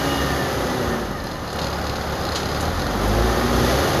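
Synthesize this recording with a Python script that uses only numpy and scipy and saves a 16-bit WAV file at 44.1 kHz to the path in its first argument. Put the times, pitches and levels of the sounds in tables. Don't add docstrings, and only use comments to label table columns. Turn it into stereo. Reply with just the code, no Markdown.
import sys
import numpy as np
from scipy import signal
from scipy.fft import rfft, irfft
from scipy.io import wavfile
from scipy.ndimage import uniform_filter1d

SR = 44100
rng = np.random.default_rng(int(sys.argv[2]) if len(sys.argv) > 2 else 0)


def generate_wav(signal):
    frames = np.transpose(np.atleast_2d(signal))
    scaled = np.clip(frames, -1, 1) * 32767
    pcm = np.round(scaled).astype(np.int16)
    wavfile.write(sys.argv[1], SR, pcm)


N = 176400
T, HZ = np.arange(N) / SR, np.fft.rfftfreq(N, 1 / SR)

# (time [s], firing rate [Hz], levels at 1, 2 and 4 times that rate [dB])
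DIESEL = [(0.0, 69.73, -44, -42, -28), (0.21, 69.24, -24.5, -33.5, -27.5), (0.45, 66.45, -43, -33, -39),
          (0.55, 64.35, -38, -40, -34), (0.78, 63.18, -31.5, -32, -32), (1.01, 55.8, -37, -67, -32),
          (1.18, 44.63, -41, -43, -49), (1.43, 36.37, -42, -40, -41), (1.69, 35.25, -47, -33, -46.5),
          (2.54, 35.65, -43, -36, -37.5), (2.62, 37.5, -40, -26.5, -38), (2.74, 42.45, -29, -26, -33.5),
          (2.86, 44.11, -35, -37, -46.5), (3.09, 52.3, -22, -29, -28.5), (3.26, 56.78, -21, -31, -31),
          (3.4, 59.45, -33, -39, -28), (3.64, 59.96, -23, -26, -24), (3.77, 67.47, -17.5, -28.5, -45),
          (3.86, 69.3, -43, -40, -30), (4.0, 68.6, -38, -34, -44)]
CYLINDERS = [0.73, -2.4, 1, -0.4]


def amp(db):
    return 10 ** (np.asarray(db) / 20)


def unit(x):
    return x / np.sqrt(np.mean(x ** 2) + 1e-20)


def curve(table, column=1):
    rows = np.array(table)
    return np.interp(T, rows[:, 0], rows[:, column])


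def spectrum(table):
    hz, value = np.transpose(table)
    return np.interp(np.log(HZ + 1), np.log(hz + 1), value)


def drift(rate_hz):
    return unit(irfft(rfft(rng.standard_normal(N)) * np.exp(-(HZ / rate_hz) ** 2), N))


def add(mix, s, sound):
    part = mix[..., max(round(s * SR), 0):][..., :sound.shape[-1]]
    part += sound[..., :part.shape[-1]]


def stereo(pair, colour):
    # (frequency [Hz], correlation [0..1])
    likeness = [(105, .998), (310, .96), (610, .92), (1110, .79), (2200, .52), (4000, .74), (6500, .72),
                (8400, .95), (12000, .9)]
    # (frequency [Hz], phase [rad])
    left_lead = [(0, 0), (100, .14), (300, .48), (780, 1.35), (1980, 2), (2410, 2.8), (3700, 6.5),
                 (5500, 7.3), (6630, 6.3), (7240, 3.9), (8500, 3.1), (9500, 2.2), (12200, .7), (14600, 0)]
    # (frequency [Hz], left over right [dB])
    balance = [(200, 0.0), (370, 1.5), (690, 5.0), (1260, 8.0), (2330, 6.0), (4280, 5.5), (7870, 2.5),
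               (14500, 0.0)]
    direct, scattered = rfft(pair)
    same, tilt = spectrum(likeness), amp(spectrum(balance) / 2)
    blend = same * direct + np.sqrt(1 - same ** 2) * scattered
    sides = np.array([direct * tilt, blend / tilt * np.exp(-1j * spectrum(left_lead))])
    return irfft(sides * colour / np.sqrt((tilt ** 2 + tilt ** -2) / 2), N)


def whines(cycles):
    gear_orders = [5, 6, 6.5, 11.7, 20.7, 31]
    # (time [s], level [dB])
    gear_level = [(0, -0.5), (.95, -2.5), (1.3, -16), (2.8, 2), (3.35, -1), (4, 3.5)]
    pump_orders = [17.6, 26.5, 41.3]
    # (time [s], level [dB])
    pump_load = [(0, -1.5), (.44, 4), (.54, -4), (3.6, -8.5), (3.85, -5), (4, -1)]
    # (frequency [Hz], width [Hz], gain [dB])
    panel_modes = [(372, 57, -30), (825, 52, -35), (1030, 75, -37.5), (1222, 47, -31), (1794, 140, -32),
                   (1943, 89, -37.5), (2880, 41, -32)]
    waver_db, waver_hz, rough_hz, oil_db = 1.5, 30.4, 70, 12
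    phase, drive = 2 * np.pi * cycles, np.zeros((2, N))
    for side in drive:
        gears = sum(amp(waver_db * drift(waver_hz)) * np.sin(k * phase + .83 * drift(waver_hz))
                    for k in gear_orders)
        pump = sum(np.sin(k * phase + .7 * drift(rough_hz)) for k in pump_orders)
        oil = amp(oil_db) * rng.standard_normal(N)
        side += gears * amp(curve(gear_level)) + (pump + oil) * amp(curve(pump_load))
    panels = sum(amp(db) / (1 + (2 * (HZ - hz) / width) ** 2) for hz, width, db in panel_modes)
    return np.sqrt(2) * stereo(drive, panels)


def strike(fall_s, rise_s=.003):
    t = T[:SR // 8]
    return np.minimum(t / rise_s, 1) * np.exp(-np.maximum(t - rise_s, 0) / fall_s)


def metal(envelope, colour, low_cut_hz=399.4):
    grit = rng.standard_normal((2, N)) * amp(-drift(rate_hz=704))
    low_cut = HZ ** 2 / (HZ ** 2 + low_cut_hz ** 2)
    return unit(stereo(grit, colour * low_cut)) * envelope


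def pebbles_and_arm():
    # (time [s], level [dB], fall [s], brightness [dB per octave])
    hits = [(1.237, -39, 0.0046, 16), (1.263, -39, 0.0046, 16), (1.5282, -29.5, 0.0042, 0),
            (1.5588, -34, 0.0046, 16), (1.782, -37, .006, 6), (2.3537, -22, 0.035, -8),
            (2.5106, -38, .003, 18), (2.6055, -27, 0.015, 3), (3.078, -30.5, .009, 17)]
    # (frequency [Hz], relative level [dB])
    steel_colour = [(610, -20), (1510, -12), (2310, 2), (4110, 10), (7610, 9.5), (11010, 5), (14510, -20)]
    mix = np.zeros((2, N))
    for s, db, fall_s, brightness in hits:
        envelope = np.zeros(N)
        add(envelope, s, amp(db) * strike(fall_s))
        mix += metal(envelope, amp(spectrum(steel_colour) + brightness * np.log2(HZ + 1)))
    return mix


def clatter(firings):
    # (time [s], level [dB])
    rattle_level = [(1.1, -59), (1.25, -39), (1.45, -39), (1.6, -31), (1.9, -33.5), (2.15, -34), (2.3, -31),
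                    (2.58, -32), (2.7, -37), (2.83, -34.5), (3, -48)]
    # (time [s], level [dB], fall [s])
    hard_knocks = [(1.2005, -34, .0045), (1.2398, -34, 0.0061), (1.3185, -36, .0045), (1.587, -26, 0.0061),
                   (1.6135, -29, 0.0094), (1.6306, -31, 0.006), (1.8125, -32, 0.0031),
                   (1.894, -27.5, 0.0087), (2.232, -32, 0.0056), (2.2497, -26, 0.0047),
                   (2.287, -31, 0.0058), (2.455, -26, 0.0069), (2.513, -37, .007), (2.562, -30, .007),
                   (2.793, -26, 0.0036), (2.8637, -29, 0.0032)]
    # (frequency [Hz], relative level [dB])
    contact_colour = [(810, -9), (2510, 9.5), (3260, 5), (4560, 6), (4990, 6.5), (5610, -1.5),
                      (7610, -12.5), (11510, -6), (14510, -23)]
    # (frequency [Hz], width [Hz], gain [dB])
    steel_modes = [(3770, 38, -3), (4170, 58, 8), (4390, 65, 4.5), (4950, 100, 4.5), (6900, 1400, 7.5)]
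    jitter_s, scatter_db, bounce_s, bounce_db = .0018, 6, .013, -3
    knock = strike(fall_s=.0081)
    shake, hard = np.zeros(N), np.zeros(N)
    for s in firings:
        late, force, bounce_late = rng.standard_normal(3)
        add(shake, s + jitter_s * late, amp(scatter_db * np.tanh(force)) * knock)
        add(shake, s + bounce_s + jitter_s * bounce_late, amp(bounce_db) * knock)
    for s, db, fall_s in hard_knocks:
        add(hard, s, amp(db) * strike(fall_s))
    envelope = np.hypot(unit(shake) * amp(curve(rattle_level)), hard)
    contact = metal(envelope, amp(spectrum(contact_colour)))
    ring = sum(amp(db) * signal.lfilter(*signal.iirpeak(hz, hz / width, fs=SR), contact)
               for hz, width, db in steel_modes)
    return amp(-3) * (contact + ring)


def exhaust(cycles):
    # (pitch [multiple of the firing rate], level at idle [dB], level at full speed [dB])
    overtones = [(3, -40, -46), (5, -41, -47), (6.5, -49, -42.5), (8, -43.5, -39.5), (9.2, -57, -44.5)]
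    idle_hz, full_hz, growl_db, hard_pull_hz_per_s, waver_db = 33.3, 62.4, 7, 18, 2
    rate = curve(DIESEL)
    speed = np.clip((rate - idle_hz) / (full_hz - idle_hz), 0, 1)
    acceleration = uniform_filter1d(np.gradient(rate) * SR, size=SR // 10)
    pull = np.clip(acceleration / hard_pull_hz_per_s, 0, 1)
    lope = 1 + .28 * (1 - speed) * np.sin(2 * np.pi * cycles / len(CYLINDERS))
    notes = [(2 ** k, curve(DIESEL, column=k + 2) - .4) for k in range(3)]
    notes += [(k, idle + (full - idle + growl_db * pull) * speed) for k, idle, full in overtones]
    pipe = sum(amp(db + waver_db * drift(rate_hz=10)) * np.sin(2 * np.pi * (k * cycles + rng.random()))
               for k, db in notes)
    return np.sqrt(2) * stereo(np.array([lope * pipe, np.zeros(N)]), .95)


def roar(cycles, firings):
    # (time [s], bass [dB], middle [dB], treble [dB])
    faders = [(0, -26, -23, -27), (0.25, -25.5, -24, -28.5), (0.78, -26.5, -24, -31),
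              (0.97, -26.5, -25, -33), (1.15, -30, -29, -37.5), (1.42, -32, -29, -38.5),
              (1.65, -28.5, -24.5, -36), (2.1, -28.5, -25, -34.5), (2.55, -27.5, -24, -33),
              (2.88, -26, -24.0, -32.5), (3.15, -26.5, -21, -29), (3.45, -23.5, -22, -28),
              (3.68, -22.5, -19.5, -25), (4.0, -22, -21.5, -26.5)]
    # (frequency [Hz], relative level [dB])
    roar_colour = [(22, -34), (42, -6), (74, 5), (115, 1.5), (170, 1.4), (300, 0.1), (370, 0), (440, -1.2),
                   (550, 1.75), (660, -3.5), (770, 0), (950, -5.5), (1220, -3), (1600, -6.5), (1900, -9),
                   (2300, -12), (3200, -14), (5200, -16.5), (6300, -18.5), (7600, -25), (10300, -22.5),
                   (12500, -24.5), (14500, -44)]
    ring_s, ring_share, scatter_db, throb_depth, throb_cycles = .022, .19, 2.5, .13, .24
    bass_edge_hz, treble_edge_hz = 452, 1990
    t, count = T[:SR // 12], len(CYLINDERS)
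    rings = rng.standard_normal((count, 2, len(t))) * np.exp(-t / ring_s)
    rush = rng.standard_normal((2, N)) * (1 + throb_depth * np.exp(-(cycles % 1) / throb_cycles))
    block = np.zeros((2, N))
    for k, s in enumerate(firings):
        punch = amp(CYLINDERS[k % count] + scatter_db * rng.standard_normal())
        add(block, s, punch * rings[k % count])
    drive = np.sqrt(ring_share) * unit(block) + np.sqrt(1 - ring_share) * unit(rush)
    bass = 1 / (1 + (HZ / bass_edge_hz) ** 8)
    treble = 1 - 1 / (1 + (HZ / treble_edge_hz) ** 8)
    middle = np.maximum(1 - bass - treble, 0)
    colour = amp(spectrum(roar_colour))
    return sum(unit(stereo(drive, colour * band)) * amp(curve(faders, column) + trim_db)
               for column, band, trim_db in [(1, bass, -2), (2, middle, -1.22), (3, treble, -1.6)])


def scene():
    rate = curve(DIESEL) * (1 + .0032 * drift(rate_hz=11))
    cycles = np.cumsum(rate) / SR
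    firings = T[1:][np.diff(np.floor(cycles)) > 0]
    return (exhaust(cycles) + whines(cycles) + pebbles_and_arm()
            + roar(cycles, firings) + clatter(firings))


def record(dry):
    notch_hz, width_hz, notch_db, high_cut_hz = 5640, 106, -14, 15000
    notch = amp(notch_db * np.exp(-((HZ - notch_hz) / width_hz) ** 2))
    high_cut = signal.firwin(511, high_cut_hz, window=("kaiser", 9), fs=SR)
    return signal.oaconvolve(irfft(rfft(dry) * notch, N), high_cut[None], "same")


dry = scene()
out = record(dry)
generate_wav(out)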